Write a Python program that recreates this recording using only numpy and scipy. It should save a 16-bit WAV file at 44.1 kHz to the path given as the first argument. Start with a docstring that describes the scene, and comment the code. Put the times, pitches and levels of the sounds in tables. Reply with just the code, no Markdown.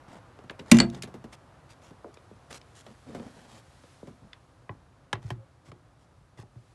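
"""A faint outdoor background runs throughout, with rustling cloth and small knocks on the trim near by.
The door of a truck cab is unlatched: the catch cracks open, the steel panel booms and the handle snaps back.
Someone leans in and pushes a plastic isolator key into its socket on the hollow cab floor.
Contacts are clicks with grit and a cab tail, some ringing resonances; the panel is a sum of decaying modes;
cloth, air and rumble are shaped noise."""
import sys
import numpy as np
from scipy import signal
from scipy.fft import rfft, irfft, next_fast_len
from scipy.io import wavfile
from scipy.ndimage import uniform_filter1d

SR = 44100
rng = np.random.default_rng(int(sys.argv[2]) if len(sys.argv) > 2 else 0)


def store_wav(level_fs):
    """Save 16-bit WAV to argv[1]."""
    pcm = np.round(np.clip(np.atleast_2d(level_fs), -1, 1) * 32767)
    wavfile.write(sys.argv[1], SR, pcm.T.astype(np.int16))


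N = 297278
TIME = np.arange(N) / SR


def from_db(db):
    """Decibels to amplitude gain."""
    return 10 ** (np.asarray(db) / 20)


def rms_one(x):
    """Scale each row to rms 1."""
    return x / np.sqrt(np.mean(x ** 2, axis=-1, keepdims=True) + 1e-30)


def at_hz(points, hz):
    """Read a table along log frequency."""
    f, value = np.transpose(points)
    return np.interp(np.log(hz), np.log(f), value)


def add(out, s, sound):
    """Mix a sound in from time s, cutting what runs past the end."""
    start = int(round(s * SR))
    out[start:start + len(sound)] += sound[:len(out) - start]


def shaped(x, gain_db):
    """Give a noise the spectrum gain_db(Hz)."""
    size = next_fast_len(len(x))
    hz = np.maximum(np.fft.rfftfreq(size, 1 / SR), 1)
    return irfft(rfft(x, size) * from_db(gain_db(hz)), size)[:len(x)]


def resonate(x, modes):
    """Parallel two-pole resonances, each with its own peak gain."""
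    out = 0
    for hz, width, db in modes:
        radius = np.exp(-np.pi * width / SR)
        numerator = [(1 - radius ** 2) / 2, 0, (radius ** 2 - 1) / 2]
        denominator = [1, -2 * radius * np.cos(2 * np.pi * hz / SR), radius ** 2]
        out = out + from_db(db) * signal.lfilter(numerator, denominator, x + 1e-18)
    return out


def near_walls(x, gain, longest_s, count=3):
    """Trim, glass and floor close by send back a few early echoes that colour each sound in its own way."""
    out = x.copy()
    for lag in rng.uniform(longest_s / 10, longest_s, count):
        add(out, lag, gain * rng.choice([-1, 1]) * x)
    return out


# Centres of the four parts of a contact sound, thump, knock, clack and tick: (frequency [Hz])
PARTS_HZ = [125, 460, 1800, 6400]


def tilted(parts_db, db_per_octave, pivot_hz):
    """Thump, knock, clack and tick levels, made brighter or duller about a pitch."""
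    return np.array(parts_db) + db_per_octave * np.log2(np.array(PARTS_HZ) / pivot_hz)


# Response of the microphone: (frequency [Hz], gain [dB])
MICROPHONE = [(30, -12), (60, -7.5), (110, 0.5), (7500, 0), (9500, -4), (12000, -11.5)]


def colour_db(parts_db, hz):
    """Level at a pitch, between thump, knock, clack and tick, as the microphone takes it."""
    return np.interp(np.log(hz), np.log(PARTS_HZ), parts_db) + at_hz(MICROPHONE, hz)


EDGES = 31.25 * 2 ** (np.arange(19) / 2)   # half-octave band edges [Hz]
# Time for the cab's tail to fall 60 dB: (frequency [Hz], decay [s])
CAB_T60 = [(100, 0.3), (400, 0.21), (1500, 0.16), (5000, 0.099), (11000, 0.082)]


def contacts(rows, grit_db, tail_db, tail_tilt_db, echo_gain, size=16000):
    """Each row sounds as a click, a burst of grit while the parts touch, and a diffuse tail; lows arrive later.

    rows: (time [s], thump [dB], knock [dB], clack [dB], tick [dB], contact time [s], treble edge [Hz])
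    """
    rows, t = np.array(rows), np.arange(size) / SR
    contact_s, treble_hz = np.maximum(rows[:, 5:6], 1e-4), rows[:, 6:7]
    noise = rng.standard_normal((len(rows), 2, size))
    click = rms_one(1.0 * (t == 0))
    grit = rms_one(noise[:, 0] * np.exp(-t / contact_s))
    touch = rms_one(click + from_db(grit_db) * grit)
    touch = rms_one(np.array([near_walls(x, echo_gain, longest_s=.0028) for x in touch]))
    sounds, out = 0, np.zeros(N)
    for k, (low, high) in enumerate(zip(EDGES, EDGES[1:])):
        hz = np.sqrt(low * high)
        tail = rms_one(noise[:, 1] * from_db(-60 * t / at_hz(CAB_T60, hz)))
        wet = from_db(tail_db - tail_tilt_db * np.log2(hz / PARTS_HZ[2]))   # upholstery soaks up the treble
        band_filter = signal.butter(2, [low, high], "band", fs=SR, output="sos")
        band = signal.sosfilt(band_filter, touch + wet * tail)
        gain = from_db([[colour_db(row[1:5], hz)] for row in rows])
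        softness = 1 / np.sqrt(1 + (hz / treble_hz) ** 8)
        # 0 dB holds as much energy as a unit click has in this band
        unit_click = np.sqrt(2 * (high - low) / SR / size)
        sounds = sounds + (-1) ** k * gain * softness * rms_one(band) * unit_click
    for s, sound in zip(rows[:, 0], sounds):
        add(out, s, sound)
    return out


# Spectrum of the outdoor air: (frequency [Hz], relative level [dB])
AIR = [(15, -64.5), (25, -38), (48, -2.5), (124, 1), (219, -15.5), (262, -12), (323, -14.5), (407, -16.5),
       (440, -17.5), (513, -14), (1270, -17), (2070, -28), (6130, -44), (12000, -51.5), (15600, -79),
       (22000, -120)]
# Spectrum of the hiss of clothes near by: (frequency [Hz], relative level [dB])
HISS = [(880, -28.5), (1500, -2), (2810, -6), (3810, -5.5), (8700, -11), (11100, -13.5), (12000, -24.5),
        (15600, -51.5), (22000, -120)]
# Rise and fall of the soft hiss as the clothes move: (time [s], relative level [dB])
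CLOTHES = [(1.4, -75.5), (2.6, -72.5), (2.69, -70.5), (3.09, -69), (3.38, -66.5), (3.62, -69.5),
           (3.93, -66.5), (4.18, -74), (4.91, -78), (6.47, -78), (6.74, -73.5)]
SHELTER_DB_PER_S = 1.63   # the open air fades as the microphone moves into the cab


def background(rumble_db, mid_db, hiss_db, split_hz):
    """Steady distant rumble and open air that fades inside the cab, with the soft hiss of clothes near by."""
    air = shaped(rng.standard_normal(N), lambda hz: at_hz(AIR, hz))
    low_filter = signal.butter(2, split_hz, "low", fs=SR, output="sos")
    high_filter = signal.butter(2, split_hz, "high", fs=SR, output="sos")
    rumble = rms_one(signal.sosfilt(low_filter, air))
    open_air = rms_one(signal.sosfilt(high_filter, air))
    cloth = rms_one(shaped(rng.standard_normal(N), lambda hz: at_hz(HISS, hz)))
    clothes_db = np.interp(TIME, *np.transpose(CLOTHES))
    outdoors = from_db(rumble_db) * rumble - from_db(mid_db - SHELTER_DB_PER_S * TIME) * open_air
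    return outdoors + from_db(hiss_db + clothes_db) * cloth


# Rubs of cloth and hand: (start [s], end [s], relative level [dB], brightness [dB per octave])
RUBS = [(0.08, 0.189, -45, -6), (0.659, 0.737, -44, -5), (0.924, 0.998, -43, -6), (1.322, 1.354, -43, -3.5),
        (1.693, 1.737, -49.5, -2.5), (1.815, 1.902, -53.5, -2.5), (2.501, 2.533, -42, -2.5),
        (2.525, 2.582, -44, -1), (2.752, 2.82, -53, 0.1), (2.852, 2.931, -53.5, -5),
        (3.067, 3.289, -46, -6.5), (3.272, 3.5, -52, -5), (3.493, 3.608, -49, -3), (4.208, 4.284, -58, -12),
        (5.22, 5.333, -51.5, -3.5), (5.65, 5.704, -52.5, -3.5), (5.991, 6.052, -67.5, -1),
        (6.373, 6.43, -49.5, -3.5)]
# Colour of a rub, as thump, knock, clack and tick: (relative level [dB])
RUB_COLOUR_DB = [-5, -0.5, -1.5, 0]
# Hollow note of the seat when leant on: (frequency [Hz], width [Hz], gain [dB])
SEAT_MODES = [(239, 34.5, 4.5), (456, 120, -6)]
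# Resonances of rubbed plastic trim: (frequency [Hz], width [Hz], gain [dB])
TRIM_MODES = [(820, 480, 4), (1810, 360, 1.5), (3299, 220, 0), (4970, 960, -5)]
RUB_ROUGH_DB = 3.0   # depth of the slips
RUB_GRAINS_PER_S, RUB_GRAIN_DB = 140, 10.5   # fibres catch and snap during a stroke
LEAN_S, LEAN_LENGTH_S, SEAT_DB = 3.07, 0.36, 13.5   # weight comes onto the seat and leaves it again


def rubs(level_db, edge_s, swell_db, scrape_db, size=90):
    """Cloth slides in uneven slips that swell and fade; strokes made while leaning stir the seat."""
    out = np.zeros(N)
    friction = rng.standard_normal(N)
    grip = rms_one(uniform_filter1d(rng.standard_normal(N), size))
    snaps = rng.random(N) < RUB_GRAINS_PER_S / SR
    friction = friction * (1 + from_db(RUB_GRAIN_DB) * snaps)
    for start, end, db, bright in RUBS:
        parts_db = db + tilted(RUB_COLOUR_DB, bright, pivot_hz=905)
        length = max(end - start, .01)
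        edge = edge_s * np.sqrt(length / 0.23)   # long strokes start more gently
        near = (TIME > start - 4 * edge) & (TIME < end + 4 * edge)
        t = TIME[near]
        stroke = (np.tanh((t - start) / edge) - np.tanh((t - end) / edge)) / 2
        pressure = from_db(swell_db * (0.96 - np.abs(2 * (t - start) / length - 1)))   # firmest in mid stroke
        rough = friction[near] * from_db(RUB_ROUGH_DB * grip[near])
        slips = rms_one(near_walls(rough, gain=0.22, longest_s=0.002))
        out[near] += pressure * stroke * shaped(slips, lambda hz: colour_db(parts_db, hz))
    lean = np.exp(-((TIME - LEAN_S) / LEAN_LENGTH_S) ** 2)
    seat = resonate(from_db(SEAT_DB) * lean * out, SEAT_MODES)
    scrape = from_db(scrape_db) * resonate(out, TRIM_MODES)
    return from_db(level_db) * (out + seat + scrape)


# Dull bumps on the door lining and padded trim:
# (time [s], relative thump [dB], relative knock [dB], contact time [s])
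BUMPS = [(0.389, -16, -4.5, 0.0027), (0.439, -1, -11.5, 0.0057), (0.507, -13.5, 0, 0.0056),
         (0.592, 2.5, 0.5, 0.025), (1.034, 6.5, 0.5, 0.016), (1.074, -12, -2.5, 0.023),
         (1.141, 5.5, 0.5, 0.017), (1.241, 6.5, -1, 0.01), (1.907, 0, -9.5, 0.0048),
         (2.044, -14, 5.5, 0.00084), (2.171, -32, -6.5, 0.00076), (2.312, -3, -7, .0004),
         (2.504, -11.5, -5.5, 0.0054), (2.864, -34.5, -3, 0.012), (3.148, 1, 6, 0.016),
         (3.197, 5, -1.5, 0.0024), (3.836, -17.5, -10.5, 0.0033), (4.029, 0, 0, 0.00021),
         (4.072, 5.5, -2.5, 0.019)]
# Hollow resonances of the door lining and trim panels: (frequency [Hz], width [Hz], gain [dB])
LINING_MODES = [(232, 45, 2.5), (427, 110, -7)]
# Hard clicks of the door linkage, fittings and key tip:
# (time [s], relative level [dB], brightness [dB per octave], contact time [s], treble edge [Hz])
CLICKS = [(0.4964, -2.5, -5, 0.0016, 6000), (.594, -13, 4.5, 0.0045, 4700), (0.9, -26.5, 9, 0.00058, 8800),
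          (0.946, -20, 7.5, .005, 6600), (1.0225, -10, 6.5, 0.00091, 12100),
          (1.032, -10.5, 4.5, 0.0085, 11000), (1.329, -16, 0, 0.0061, 10000),
          (1.695, -32, -3, .0015, 10000), (2.141, -35, 10, 0.0033, 10000),
          (2.171, -21.5, -0.5, 0.00066, 4830), (2.506, -13, -4, 0.0062, 2980),
          (2.614, -25.5, 7.5, .0015, 5050), (2.865, -24, 4.5, 0.0029, 5000),
          (4.331, -12.5, 4.5, 0.0011, 4130), (6.384, -29, -2.5, .002, 11000)]
# Colour of a hard click, as thump, knock, clack and tick: (relative level [dB])
CLICK_COLOUR_DB = [-11, -13, 0.5, -10]
# Short resonances of the hard parts: (frequency [Hz], width [Hz], gain [dB])
HARD_MODES = [(1750, 160, -6), (2400, 480, -4), (3400, 740, -4)]
BUMP_CLACK_DB, BUMP_TICK_DB = -18.5, -30   # relative to the knock
SOFT_EDGE_HZ, SCUFF_S = 730, .001   # a clean touch has little treble; a longer, scuffing one has more


def knocks_and_clicks(bump_db, click_db, ring_db):
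    """Dead little bumps set padded, hollow parts ringing, and clicks set hard ones ringing."""
    bumps = []
    for s, thump, knock, touch in BUMPS:
        edge = SOFT_EDGE_HZ * (1 + (touch / SCUFF_S) ** 2)
        bumps.append((s, thump, knock, knock + BUMP_CLACK_DB, knock + BUMP_TICK_DB, touch, edge))
    clicks = []
    for s, db, bright, touch, edge in CLICKS:
        parts_db = db + tilted(CLICK_COLOUR_DB, bright, pivot_hz=1808)
        clicks.append((s, *parts_db, touch, edge))
    dull = contacts(bumps, grit_db=7, tail_db=-10, tail_tilt_db=1.57, echo_gain=0.12)
    hard = contacts(clicks, grit_db=6, tail_db=-9, tail_tilt_db=2.9, echo_gain=0.97)
    padded = from_db(bump_db) * dull + from_db(ring_db) * resonate(dull, LINING_MODES)
    return padded + from_db(click_db) * (hard + resonate(hard, HARD_MODES))


# The catch letting go, then a first knock of the handle at 0.769 s, levels relative: (time [s], thump [dB],
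# knock [dB], clack [dB], tick [dB], # contact time [s], treble edge [Hz])
CATCH = [(.7135, -7, -2.5, -5, -2, 0.0018, 12000), (.7154, 7, 18.5, 12.5, 13.5, 0.001, 12000),
         (.7185, 11, 18.5, 12, 9, 0.0026, 10880), (.7445, 11.5, 12.5, -1, -6.5, 0.02, 10000),
         (.769, 7, 1, -4, -6, 0.0024, 11140)]
# Short resonances of the catch: (frequency [Hz], width [Hz], gain [dB])
CATCH_MODES = [(600, 44, 0.5), (1070, 15, 2), (1344, 18, 2), (1990, 90, 7), (2320, 170, 9),
               (2770, 110, 6.5), (2880, 53, 1), (3630, 140, 5.5), (4580, 45, 1.5), (5910, 70, 8.5),
               (6060, 80, 6), (6960, 80, 2.5), (7000, 110, 1), (8100, 90, 3.5), (9400, 120, 3)]


def catch_release(direct_db, ring_db):
    """The catch cracks open in a cluster of contacts, and a first knock of the handle follows; all excite these
    short resonances."""
    catch = contacts(CATCH, grit_db=5, tail_db=-9, tail_tilt_db=3.5, echo_gain=0.44)
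    return from_db(direct_db) * catch + from_db(ring_db) * resonate(catch, CATCH_MODES)


# Jolts of the door as it springs off its seal: (time [s], relative level [dB])
JOLTS = [(0.7174, 0), (0.7397, -6.5), (0.7981, -8)]
# Modes of the door panel and the cab behind it: (frequency [Hz], relative level [dB], 60 dB decay [s])
PANEL = [(51, -34.5, 0.38), (130.2, -28, 0.98), (130.7, -21.5, 0.16), (184, -37.5, 0.95), (203, -8.5, 0.22),
         (218.3, -15, 0.28), (230.1, -8, 0.43), (236.3, -13.5, 0.3), (264, -32.5, 0.57), (323, -30, 0.22),
         (343.95, -21.5, 0.38), (420, -30.5, 0.15), (479, -39.5, 0.25), (585, -30.5, 0.12),
         (682, -36, 0.44)]


def door_panel(level_db, push_s):
    """Each jolt swells over a few milliseconds and leaves the panel booming."""
    out, t = np.zeros(N), np.arange(SR) / SR
    boom = sum(from_db(db - 60 * t / t60) * np.sin(2 * np.pi * hz * t) for hz, db, t60 in PANEL)
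    swell = 1 - np.exp(-(t / push_s) ** 2)
    for s, db in JOLTS:
        add(out, s, from_db(db + level_db) * boom * swell)
    return out


def door_rumble(level_db, t60_s, swell_s, corner_hz, fall_db_per_octave):
    """The door's boom spreads through the cab shell and dies away as a diffuse rumble."""
    t = np.maximum(TIME - JOLTS[0][0], 0)   # from the first jolt

    def rumble_db(hz):
        """Flat below the corner and falling above it, as the microphone takes it."""
        return at_hz(MICROPHONE, hz) - fall_db_per_octave * np.log2(1 + (hz / corner_hz) ** 2) / 2

    noise = shaped(rng.standard_normal(N), rumble_db)
    return from_db(level_db - 60 * t / t60_s) * (1 - np.exp(-t / swell_s)) * rms_one(noise)


# The handle snapping back, with one bounce, levels relative: (time [s], thump [dB], knock [dB],
# clack [dB], tick [dB], contact time [s], treble edge [Hz])
HANDLE = [(.787, 4, -2.5, 5.7, -3.5, 0.00073, 8976), (.8015, 19, 15, 8.7, 4.5, 0.00087, 6944)]
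# Ringing of the handle's steel: (frequency [Hz], width [Hz], gain [dB])
HANDLE_MODES = [(1290, 12, -5), (1620, 59.7, 4.5), (2030, 55.7, 5), (2370, 45, 7.5), (2850, 32, 5),
                (3620, 130, 4), (4410, 180, 13.5), (4470, 15, 17), (4570, 80, 8), (7180, 70, 17),
                (7840, 64, 13.5), (8080, 19, 16)]


def handle_return(direct_db, ring_db):
    """The handle's return and its bounce set its steel ringing."""
    handle = contacts(HANDLE, grit_db=-0.5, tail_db=-6.5, tail_tilt_db=4.0, echo_gain=0.25)
    return from_db(direct_db) * handle + from_db(ring_db) * resonate(handle, HANDLE_MODES)


# Key and knuckles against the socket:
# (time [s], relative push on the floor [dB], relative click [dB], contact time [s], treble edge [Hz])
KEY = [(4.6929, 10.5, -2.5, 0.0022, 2450), (5.1293, 13.5, 11.5, 0.0034, 10120),
       (5.154, 9, -9.5, 0.0014, 4980), (5.244, 16.5, -50, 0.00057, 1000),
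       (5.3039, 15.5, 0.5, 0.0051, 12100), (5.316, 11, -43, 0.0012, 1000), (5.682, 4.5, -47, 0.0025, 3000),
       (5.717, 0, -14, 0.0033, 9000), (6.386, 6, -22.5, 0.0099, 11000), (6.431, 1, -27, .0036, 2000),
       (6.557, 6, -34, 0.0024, 2960)]
# Resonances of the floor around the socket: (frequency [Hz], width [Hz], gain [dB])
FLOOR_MODES = [(114, 28.4, 10), (371, 51, 8.5), (590, 44, -1.5), (727, 57, 2.5), (830.4, 78, 6),
               (1010, 49, 3.5), (1103, 45, 4), (1670, 130, -4), (1930, 140, -1), (2680, 73, -15),
               (3126, 252, -0.5), (3628, 147, -1.5), (4240, 61, -12)]
# the knock grows more slowly than the click, so light touches are dull
KEY_KNOCK_DB, KEY_KNOCK_SHARE, KEY_TICK_DB = 1.5, 0.56, -16


def isolator_key(direct_db, ring_db):
    """The key finds the socket and seats; the hollow floor answers."""
    touches = []
    for s, push, click, touch, edge in KEY:
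        knock = KEY_KNOCK_DB + KEY_KNOCK_SHARE * click
        touches.append((s, push, knock, click, click + KEY_TICK_DB, touch, edge))
    key = contacts(touches, grit_db=-1.5, tail_db=-13.5, tail_tilt_db=2.1, echo_gain=0.61)
    return from_db(direct_db) * key + from_db(ring_db) * resonate(key, FLOOR_MODES)


def key_squeak(middle_s, length_s, hz, level_db):
    """The plastic shank gives a faint squeak as it turns: one tone that swells and fades."""
    swell = np.exp(-((TIME - middle_s) / length_s) ** 2)
    return from_db(level_db) * swell * np.sin(2 * np.pi * hz * TIME)


def scene():
    """Background, hands, door and key at one microphone."""
    outdoors = background(rumble_db=-61.5, mid_db=-56.5, hiss_db=2.5, split_hz=260)
    cloth = rubs(level_db=-2.5, edge_s=0.0067, swell_db=3.5, scrape_db=-5.0)
    knocks = knocks_and_clicks(bump_db=-1.5, click_db=-2.5, ring_db=-3)
    catch = catch_release(direct_db=-2.5, ring_db=-3.5)
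    panel = door_panel(level_db=1.5, push_s=.004)
    shell = door_rumble(level_db=-38.5, t60_s=0.53, swell_s=.02, corner_hz=130, fall_db_per_octave=5)
    handle = handle_return(direct_db=0.5, ring_db=0.0)
    key = isolator_key(direct_db=-6.5, ring_db=-5.5)
    squeak = key_squeak(middle_s=5.425, length_s=0.028, hz=538, level_db=-55)
    return (outdoors + cloth + knocks + catch + panel + shell + handle + key + squeak)[None]


def record(dry):
    """The loudest peaks are rounded off and the top is cut above 12 kHz."""
    rounded = dry / (1 + (dry / .95) ** 6) ** (1 / 6)
    top_cut = signal.ellip(10, .2, 80, 12000, fs=SR, output="sos")
    return signal.sosfilt(top_cut, rounded)


dry = scene()
out = record(dry)
store_wav(out)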